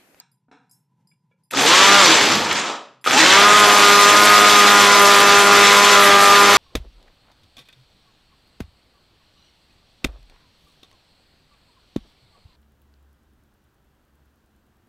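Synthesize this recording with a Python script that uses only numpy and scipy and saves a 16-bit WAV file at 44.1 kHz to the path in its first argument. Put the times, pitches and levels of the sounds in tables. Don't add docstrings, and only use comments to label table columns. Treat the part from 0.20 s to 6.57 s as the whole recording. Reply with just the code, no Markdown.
import sys
import numpy as np
from scipy import signal
from scipy.fft import rfft, irfft, next_fast_len
from scipy.io import wavfile
from scipy.ndimage import uniform_filter1d

SR = 44100
rng = np.random.default_rng(int(sys.argv[2]) if len(sys.argv) > 2 else 0)


def undo_db(level):
    steps = np.asarray(level, float) / 20
    return 10 ** steps


def to_wav(s):
    ch = np.atleast_2d(s).T
    pcm = np.round(np.clip(ch, -1, 1) * 32767)
    wavfile.write(sys.argv[1], SR, pcm.astype(np.int16))


N = 280913

# (time_s, churn_db, blade_hiss_over_churn_db)
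CHURN_RUNS = [
    [(1.312, -33, -4), (1.332, -36, -21), (1.36, -21, -30), (1.42, -17, -19), (1.496, -12, -27),
     (1.908, -11.5, -26.5), (2.138, -22, -20), (2.326, -25.5, -25), (2.462, -29.5, -38), (2.52, -33.5, -46),
     (2.57, -43.5, -46)],
    [(2.85, -29.5, -5), (2.87, -24.5, -21), (2.92, -20, -20), (2.98, -14, -25), (3.13, -9.5, -29),
     (3.21, -13, -24.5), (3.63, -14.5, -15), (4.15, -14.5, -14.5), (5.2, -15, -15.5), (5.44, -13, -18.5),
     (5.95, -16, -13.5), (6.37, -13.5, -17.5)],
]


def rms_one(x):
    return x / np.sqrt(np.mean(x ** 2) + 1e-20)


def drift(rate_hz):
    r = np.exp(-80 * np.pi * rate_hz / SR)
    noise = rng.standard_normal(N // 40 + 2002)
    slow = signal.lfilter([1], [1, -2 * r, r * r], noise)[2000:]
    return np.interp(np.arange(N) / 40, np.arange(len(slow)), rms_one(slow))


def coloured(x, spectrum):
    hz, db = np.transpose(spectrum)
    grid = np.arange(N // 2 + 1) * SR / N + 1
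    colour = undo_db(np.interp(np.log(grid), np.log(hz), db))
    return rms_one(irfft(rfft(x) * colour, N))


def split(x, edges_hz, overlap):
    spectrum, grid = rfft(x), np.log(np.arange(N // 2 + 1) * SR / N + 1)
    above = [np.clip((grid - np.log(hz)) / overlap + .5, 0, 1) for hz in edges_hz]
    return [irfft(spectrum * (low - high), N) for low, high in zip(above, above[1:])]


def in_time(runs, edge_s=0.0066):
    t = np.arange(N) / SR
    s, *columns = np.transpose(np.vstack(runs))
    gate = 0
    for run in runs:
        inside_s = np.minimum(t - run[0][0], run[-1][0] - t)
        gate = gate + np.clip(inside_s / edge_s + 1, 0, 1)
    return [np.interp(t, s, c) for c in columns] + [gate]


def hum():
    # (pitch_hz, relative_db_per_hz)
    hum_spectrum = [(40, -32), (90, -27), (125, -2), (180, -4), (240, -18), (700, -36.5), (900, -22),
                    (1000, -17.5), (1100, -41), (1800, -39), (15000, -54)]
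    level_db = -67 + 2.5 * drift(8)
    return undo_db(level_db) * coloured(rng.standard_normal((2, N)), hum_spectrum)


def clatter(blows, modes):
    onset_s = .0015
    out, t = np.zeros(N), np.arange(SR // 2) / SR
    grid = np.arange(SR // 4 + 1) * 2 + 1
    peaks = [undo_db(2 * db) / (1 + ((grid - hz) / (0.72 * width)) ** 4) for hz, width, db in modes]
    colour = np.sqrt(sum(peaks))
    for s, db, t60, tilt_db in blows:
        brightness = undo_db(tilt_db * np.log2(grid / 1000))
        noise = irfft(rfft(rng.standard_normal(len(t))) * colour * brightness)
        onset = np.sin(np.pi / 2 * np.minimum(t / onset_s, 1)) ** 2
        ring, crack = undo_db(db - 60 * t / t60), undo_db(db - 2.0 - 60 * t / 0.026)
        out[round(s * SR):][:len(t)] += rms_one(noise) * onset * (ring + crack)
    return out


def thuds():
    # (start_s, level_db, fall_by_60_db_s, brightness_db_per_octave)
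    thud_blows = [(.0, -54, 0.28, 5), (.283, -58, .15, -7), (.313, -50.5, 0.28, 0.3),
                  (.325, -51.5, 0.5, -0.5)]
    # (pitch_hz, width_hz, level_db)
    counter_modes = [(264, 40, 2), (460, 37, -3), (764, 52, -0.5), (935, 68, 2), (1480, 250, -4.5),
                     (1750, 109, -15), (2330, 250, -13), (2700, 163, -16), (3480, 250, -19),
                     (3980, 220, -16), (5430, 400, -22), (6500, 165, -27), (7400, 300, -30),
                     (8400, 340, -32)]
    return clatter(thud_blows, counter_modes)


def tings():
    # (start_s, level_db, fall_by_60_db_s, brightness_db_per_octave)
    ting_blows = [(.115, -66, .2, 6), (.495, -64, 0.18, 0), (.872, -63.5, 0.31, -4), (1.235, -67, .2, 4),
                  (2.812, -64, 0.31, 5)]
    # (pitch_hz, width_hz, level_db)
    metal_modes = [(4968, 25, 2), (5400, 36, -19), (7430, 25, -5), (9555, 25, -5), (10300, 60, -8),
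                   (10400, 80, -13), (11300, 200, -20), (12000, 160, -18)]
    return clatter(ting_blows, metal_modes)


def clink():
    # (start_s, level_db, fall_by_60_db_s, brightness_db_per_octave)
    clink_blows = [(.511, -54, .25, .01)]
    # (pitch_hz, width_hz, level_db)
    clink_modes = [(4000, 100, -26), (5000, 30, -10), (5370, 30, 3), (6030, 40, -17), (6660, 300, -15),
                   (7480, 50, -10), (8100, 500, -14), (9560, 40, -7), (10200, 500, -13), (11500, 800, -13),
                   (12700, 600, -15)]
    return clatter(clink_blows, clink_modes)


def taps():
    # (start_s, level_db, fall_by_60_db_s, brightness_db_per_octave)
    tap_blows = [(.914, -69, 0.16, 4.0), (1.112, -66, 0.21, -6)]
    # (pitch_hz, width_hz, level_db)
    cup_modes = [(500, 50, -7), (1400, 50, -6), (1680, 50, -8), (2295, 40, 3), (2402, 40, -2),
                 (2780, 80, -10), (3400, 50, -10)]
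    return clatter(tap_blows, cup_modes)


def struck(blows, modes, spread_db, low_db):
    at, out = [round(row[0] * SR) for row in blows], np.zeros(N)
    luck = rng.normal(0, 1, (len(blows), len(modes)))
    for k, (hz, level_db, t60) in enumerate(modes):
        clicks = np.full(N, 1e-18)
        blow_db = np.array(blows)[:, 1] + level_db + spread_db * luck[:, k]
        clicks[at] = undo_db(blow_db + low_db * (hz < 1500))
        r, w = undo_db(-60 / (t60 * SR)), 2 * np.pi * hz / SR
        out += signal.lfilter([0, np.sin(w)], [1, -2 * r * np.cos(w), r * r], clicks)
    return out


def jar(blows, spread_db, low_db):
    # (pitch_hz, width_hz, level_db)
    jar_modes = [(270, 60, -22), (520, 80, -12), (950, 70, -5), (1250, 80, -3), (2100, 300, -3),
                 (2500, 250, -4), (3400, 200, -1), (5000, 500, -5), (6300, 500, -4), (7800, 600, -8),
                 (11000, 900, -19)]
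    modes = [(hz, db, np.log(1000) / (np.pi * width)) for hz, width, db in jar_modes]
    return struck(blows, modes, spread_db, low_db)


def knocks():
    # (start_s, level_db, low_modes_extra_db)
    knock_blows = [(1.31, -28, -30), (1.337, -22.5, 10), (1.3727, -14, -13), (1.3872, -20, -17),
                   (1.4135, -10, -9), (1.645, -14, -12), (2.156, -16, -4), (2.224, -26, -12),
                   (2.265, -29, -9), (2.3288, -17, 3), (2.4944, -39, 10), (2.5682, -44, 14),
                   (2.8425, -23, -24), (2.8619, -24, 16), (2.8741, -18, 14), (2.9098, -10.5, -3),
                   (2.949, -22, -8), (2.9766, -11, -3)]
    bits_per_s, bits_over_churn_db = 30, -6
    churn_db, _, gate = in_time(CHURN_RUNS)
    at = np.flatnonzero((rng.random(N) < bits_per_s / SR) & (gate == 1))
    luck_db = 2 * np.minimum(rng.exponential(1, N)[at], 3)
    bits = np.c_[at / SR, churn_db[at] + bits_over_churn_db + luck_db]
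    blows = jar(knock_blows, spread_db=3, low_db=np.array(knock_blows)[:, 2])
    blows = blows + jar(bits, spread_db=4, low_db=-20)
    crumble = rng.standard_normal(400) * undo_db(-60 * np.arange(400) / SR / .005)
    blows = signal.sosfilt(signal.butter(4, 220, "high", fs=SR, output="sos"), blows)
    return signal.lfilter(crumble / np.linalg.norm(crumble), [1], blows)


def churn(turns):
    # (pitch_hz, relative_db_per_hz)
    pulp_spectrum = [(40, -37.5), (100, -19), (250, -7), (500, -4), (1250, -1.5), (1600, -7.5),
                     (2100, -10.5), (3000, -11), (3400, -10), (3800, -11.5), (4600, -14), (7500, -19),
                     (9800, -32.5), (11200, -29.5), (14500, -40)]
    full_churn_db, rumble_over_churn_db = -14, -7.5
    rumble_holds = 0.51
    choppy_db = 0.1218
    late_s, rise_s = 0.0097, 0.008
    churn_db, hiss_db, gate = in_time(CHURN_RUNS)
    fall_db = full_churn_db - churn_db

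    t = np.arange(N) / SR
    first_s, second_s = CHURN_RUNS[0][0][0], CHURN_RUNS[1][0][0]
    since = t - np.where(t < second_s, first_s, second_s)
    shake = undo_db(rumble_over_churn_db + rumble_holds * fall_db) * np.clip((since - late_s) / rise_s, 0, 1)

    grains = rng.standard_normal((2, N)) * undo_db(2.0 * np.minimum(rng.exponential(1, N), 4))
    sweep = np.cos(2 * np.pi * turns + 0.22 * drift(48))
    wobble = np.cos(np.pi * turns)
    edges_hz = [20, 150, 300, 700, 1500, 2500, 4000, 6000, 9200, 11800, 16000]
    deep, *bands = split(coloured(grains, pulp_spectrum), edges_hz, overlap=0.46)
    slosh, gust = drift(14), drift(12)

    rumble = sum(undo_db(.8 * sweep + 1.4 * drift(15)) * b for b in bands[:3])
    rumble += deep * undo_db(1.4 * drift(15) - rumble_holds * fall_db)

    slosh_db = (1.2 + choppy_db * np.maximum(fall_db, 0)) * slosh
    splash = sum(undo_db(1.1 * sweep + 1.4 * wobble + slosh_db + 1.66 * drift(18.4)) * b for b in bands[3:7])

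    hiss = 0
    for depth_db, band in zip([4.5, 1.5], bands[7:]):
        hiss = hiss + undo_db(depth_db * sweep + 0.57 * wobble + 1.0 * gust + 4.2 * drift(34)) * band

    mix = shake * rms_one(rumble) + rms_one(splash) + undo_db(hiss_db) * rms_one(hiss)
    return mix * undo_db(churn_db) * gate


def whine(turns, speed, whine_db):
    order_db = [-18.5, -18, -16, -11, -18.5, -10, -14, -14, -17, -6.5, -10, -1.5, -9.5, -7.5, -20.5, -14,
                -21, -15, -13, -15.5, -18, -19.5, -25, -18.5, -27, -19]
    full_speed = 203
    low_orders_stay_db = 11
    base_cut_hz, base_cut_db = 140, 18
    wander_db = 1.5
    flutter_slowed_db = 12
    rough_full, rough_slowed = .42, 1.5
    out, slowed = 0, np.maximum(np.log2(full_speed / speed), 0)
    for k, db in enumerate(order_db):
        multiple = (k + 1) / 2
        octaves_low = max(0, np.log2(6 / max(multiple, 2))) * (multiple >= 1)
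        level_db = whine_db + db + low_orders_stay_db * slowed * octaves_low
        level_db = level_db - base_cut_db * np.maximum(np.log2(base_cut_hz / (multiple * speed)), 0)
        level_db = level_db + wander_db * drift(3.0)
        level_db = level_db + np.minimum(flutter_slowed_db * slowed, 4) * (drift(10) - .6)
        level_db = level_db + (0.92 * drift(14) if k % 2 else 3.5 * drift(5) - 4)
        jitter = (rough_full + rough_slowed * slowed) * drift(14)
        phase = 2 * np.pi * multiple * turns + jitter + .2 * (multiple - 6) ** 2
        out = out + undo_db(level_db) * np.cos(phase)
    return np.sqrt(2) * out


def buzz(turns, whine_db):
    slap_over_whine_db = -6
    at = np.flatnonzero(np.diff(np.floor(turns + .03 * drift(30))) > 0)
    slaps = np.c_[at / SR, whine_db[at] + slap_over_whine_db]
    return jar(slaps, spread_db=5.5, low_db=-18)


def motor():
    # (time_s, speed_revolutions_per_s)
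    shaft_runs = [
        [(1.4, 131.9), (1.45, 143.7), (1.506, 171.4), (1.572, 187.7), (1.61, 192), (1.682, 200.1),
         (1.782, 201.2), (1.842, 181.6), (1.898, 164), (1.998, 140.4), (2.3, 89.8)],
        [(2.95, 130), (3.05, 179.4), (3.13, 193.6), (3.2, 202.6), (3.33, 208.9), (3.46, 205.6), (3.75, 203.1),
         (4.06, 207.5), (4.34, 205.4), (4.65, 202.8), (4.86, 201.8), (5.58, 202.5), (5.65, 203.7),
         (5.83, 200.7), (6.37, 202.5)],
    ]
    # (time_s, level_db)
    whine_level = [(1.4, -28), (1.5, -24.5), (1.6, -16.5), (1.8, -15), (1.87, -18.5), (2.0, -27.5),
                   (2.3, -42), (2.95, -29), (3.05, -21.5), (3.13, -16.5), (3.2, -14), (3.5, -15),
                   (4.5, -15), (5.5, -14), (6.37, -14.5)]
    speed, gate = in_time(shaft_runs, edge_s=0.088)
    whine_db = in_time([whine_level])[0]
    turns = np.cumsum(speed) / SR
    return (whine(turns, speed, whine_db) + buzz(turns, whine_db)) * gate, turns


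def kitchen(x):
    t60_s = 0.5
    wall_cut_hz = 7900
    size = next_fast_len(N + SR)
    w = 2 * np.pi * np.arange(size // 2 + 1) / size
    dull = np.exp(-2 * np.pi * wall_cut_hz / SR)
    wall = (1 - dull) / (1 - dull * np.exp(-1j * w))
    tail = np.zeros((2, len(w)), complex)
    lags = (rng.uniform(.011, .033, 16) * SR).astype(int)
    for k, lag in enumerate(lags):
        loop = undo_db(-60 * lag / SR / t60_s) * wall ** 0.37 * np.exp(-1j * w * lag)
        tail[k % 2] += (-1) ** (k // 2) * loop / (1 - loop)
    return irfft(rfft(x, size) * tail, size)[:, :N]


def scene():
    shaft_sound, turns = motor()
    pulp, blows = churn(turns), knocks()
    far = thuds() + clink()
    far += tings() + taps()
    background = hum()
    near = shaft_sound + blows + np.sqrt(2) * pulp
    return near + far + undo_db(-13.5) * kitchen(near[0]) + background


def roll_off(x):
    return signal.sosfilt(signal.butter(12, 15280, fs=SR, output="sos"), x)


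def record(dry):
    # (band_edge_hz, share_of_time_wide)
    wide_bands = [(3900, .05), (4600, .15), (5500, .4), (6500, .6), (7600, .6), (8800, .55), (10000, .65),
                  (11200, .7), (12400, .7), (13400, .5), (14300, 0)]
    low_cut_hz, top_cut_hz = 60, 14330
    level_db = 10 * np.log10(uniform_filter1d(np.mean(dry ** 2, axis=0), size=2048) + 1e-12)
    both = dry * undo_db(-.5 * np.maximum(level_db + 6.5, 0))
    mid, side = (both[0] + both[1]) / 2, (both[0] - both[1]) / 2
    mid = .88 * np.tanh(mid / .88)
    mid = signal.sosfilt(signal.butter(2, low_cut_hz, "high", fs=SR, output="sos"), mid)

    wide = 0
    patches = split(side, [row[0] for row in wide_bands], overlap=.01)
    for (_, share), patch in zip(wide_bands, patches):
        flicker = drift(9)
        is_wide = 1. * (flicker > np.quantile(flicker, 1 - share))
        wide = wide + uniform_filter1d(is_wide, size=512) * patch
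    both = np.array([mid + undo_db(-3.3) * wide, mid - undo_db(-3.3) * wide])
    finished = split(both, [1, top_cut_hz], overlap=.01)[0]
    return roll_off(finished)


dry = scene()
out = record(dry)
to_wav(out)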